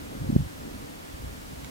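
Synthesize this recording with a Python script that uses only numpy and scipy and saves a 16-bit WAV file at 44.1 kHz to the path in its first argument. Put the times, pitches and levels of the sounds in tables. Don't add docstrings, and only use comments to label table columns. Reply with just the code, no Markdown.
import sys
import numpy as np
from scipy import signal
from scipy.fft import rfft, irfft
from scipy.io import wavfile

SR = 44100
rng = np.random.default_rng(int(sys.argv[2]) if len(sys.argv) > 2 else 0)


def master(y):
    cut = np.clip(np.atleast_2d(y).T, -1, 1)
    pcm = np.round(cut * 32767)
    wavfile.write(sys.argv[1], SR, pcm.astype(np.int16))


N = 74970
TIME = np.arange(N) / SR
FREQS = np.maximum(np.arange(N // 2 + 1) * SR / N, 1)


def from_db(db):
    return 10 ** (np.asarray(db) / 20)


def unit_level(x):
    return x / np.sqrt(np.mean(x ** 2) + 1e-20)


def over_hz(points):
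    hz, value = np.transpose(points)
    return np.interp(np.log(FREQS), np.log(hz), value)


def noise(colour):
    return unit_level(irfft(rfft(rng.standard_normal(N)) * from_db(over_hz(colour)), N))


def turbulence(levels, colour, lumpy_db, rate_hz):
    loudness = from_db(np.interp(TIME, *np.transpose(levels)))
    air = noise(colour)
    drift = unit_level(irfft(rfft(rng.standard_normal(N)) / (1 + (FREQS / rate_hz) ** 2), N))
    return loudness * unit_level(air * from_db(lumpy_db * drift))


# time_s, level_db
RUMBLE_LEVELS = [(0, -49), (.04, -44), (.15, -46), (.21, -36.5), (.31, -36), (.41, -32), (.47, -40),
                 (.5, -45.5), (.77, -45.5), (.83, -50), (1.1, -53), (1.14, -45.5), (1.29, -42),
                 (1.34, -44.5), (1.48, -48.5), (1.63, -42.5), (1.7, -53)]
# pitch_hz, relative_level_db
RUMBLE_TONE = [(15, -26), (28, -1), (45, -3.5), (62, 1), (100, -2), (150, -9.5), (250, -20), (500, -51)]
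def rumble():
    return turbulence(RUMBLE_LEVELS, RUMBLE_TONE, lumpy_db=-0.5, rate_hz=8.7)


# time_s, level_db
FLUTTER_LEVELS = [(0, -44.5), (.12, -39), (.24, -40.5), (.33, -38), (.42, -43), (.5, -45.5), (.57, -46.5),
                  (.63, -40), (.8, -42.5), (.95, -44.5), (1.12, -48.5), (1.3, -43.5), (1.4, -47.5),
                  (1.53, -46), (1.7, -46)]
# pitch_hz, relative_level_db
FLUTTER_TONE = [(60, -32), (130, -5), (200, -4), (245, -3.5), (290, -0.5), (360, -9.5), (550, -11),
                (900, -24), (2000, -76)]
def flutter():
    return turbulence(FLUTTER_LEVELS, FLUTTER_TONE, lumpy_db=0.5, rate_hz=20)


# pitch_hz, lag_radians
RIGHT_LAG = [(20, 0.34), (43, 0.21), (86, 1.07), (172, 1.05), (258, 1.61), (344, 1.99), (650, 2.16)]
def widen(wind):
    half_shift = np.exp(.5j * over_hz(RIGHT_LAG))
    return np.array([irfft(rfft(wind) * half_shift, N), irfft(rfft(wind) / half_shift, N)])


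# pitch_hz, relative_level_db
CENTRE_TONE = [(60, -28), (300, -2), (550, 5), (1000, 3.5), (2000, 1), (4000, -1.5), (8000, -4),
               (15500, -8)]
# pitch_hz, relative_level_db
WIDE_TONE = [(60, -13), (250, 1), (550, -4), (750, -4), (1200, -6), (2000, -10), (3500, -15.5), (8000, -22),
             (12000, -24.5), (15500, -26)]
def hiss():
    centre = from_db(-50) * noise(CENTRE_TONE)
    wide = from_db(-45.5) * noise(WIDE_TONE)
    return np.array([centre + wide, centre - wide])


def puff(peak_s, level_db, pitch_hz, width_cycles):
    cycles = (TIME - peak_s) * pitch_hz
    swell = 1 / np.cosh(np.minimum(np.abs(cycles / width_cycles), 20))
    return from_db(level_db) * swell * np.cos(2 * np.pi * cycles)


# peak_s, level_db, pitch_hz
EDDY_PUFFS = [(0.041, -35, 70), (0.2186, -21, 120), (.248, -28, 212), (.272, -26, 122),
              (0.2937, -18.5, 164), (.302, -14.5, 238), (0.33, -15, 174), (0.339, -19, 148),
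              (0.3551, -21.5, 250), (0.392, -20, 127), (0.406, -18, 142), (0.425, -27, 120),
              (.467, -29.5, 84), (1.149, -35, 60.7), (1.24, -33.5, 66.4), (1.274, -34, 70),
              (1.303, -34.5, 72.4), (1.535, -35.5, 131), (1.631, -43, 70)]
def eddies():
    return sum(puff(*eddy, width_cycles=0.44) for eddy in EDDY_PUFFS)


def bump(peak_s=.3639, half_width_s=0.0024, high_cut_hz=594, low_cut_hz=63):
    offset = (TIME - peak_s) / half_width_s
    pulse = from_db(-2.5) * (1 - 3 * offset ** 2) / (1 + offset ** 2) ** 3
    pulse = irfft(rfft(pulse) / (1 + (FREQS / high_cut_hz) ** 4), N)
    pulse = signal.sosfilt(signal.butter(2, low_cut_hz, "high", fs=SR, output="sos"), pulse)
    knock = puff(peak_s=.3625, level_db=-22.5, pitch_hz=583, width_cycles=0.56)
    return pulse - knock


# pitch_hz, relative_level_db, ring_s (time to fade by 60 dB)
TICK_NOTES = [(1550, -10, 0.035), (2230, -3.5, 0.029), (3450, 0, 0.013), (3835, 1.5, 0.013),
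              (5000, -1, .011), (6800, 0, .015)]
def tick(start_s=1.6452, gain_db=-37.5, pan_db=2.5, left_delay_s=.00006, rise_s=.0004):
    age = np.maximum(TIME - start_s - np.array([[left_delay_s], [0]]), 0)
    ringing = sum(from_db(db - 60 * age / ring_s) * np.sin(2 * np.pi * hz * age)
                  for hz, db, ring_s in TICK_NOTES)
    rise = 1 - np.exp(-age / rise_s)
    return ringing * rise * from_db(gain_db + pan_db * np.array([[-1], [1]]))


def scene():
    wind = rumble() + flutter() + eddies() + bump()
    return widen(wind) + hiss() + tick()


def record(dry, right_db=0.47, cutoff_hz=15850):
    high_cut = 1 / np.sqrt(1 + (FREQS / cutoff_hz) ** 400)
    balance = from_db(right_db * np.array([[-.5], [.5]]))
    return np.array([irfft(rfft(channel) * high_cut, N) for channel in dry]) * balance


dry = scene()
out = record(dry)
master(out)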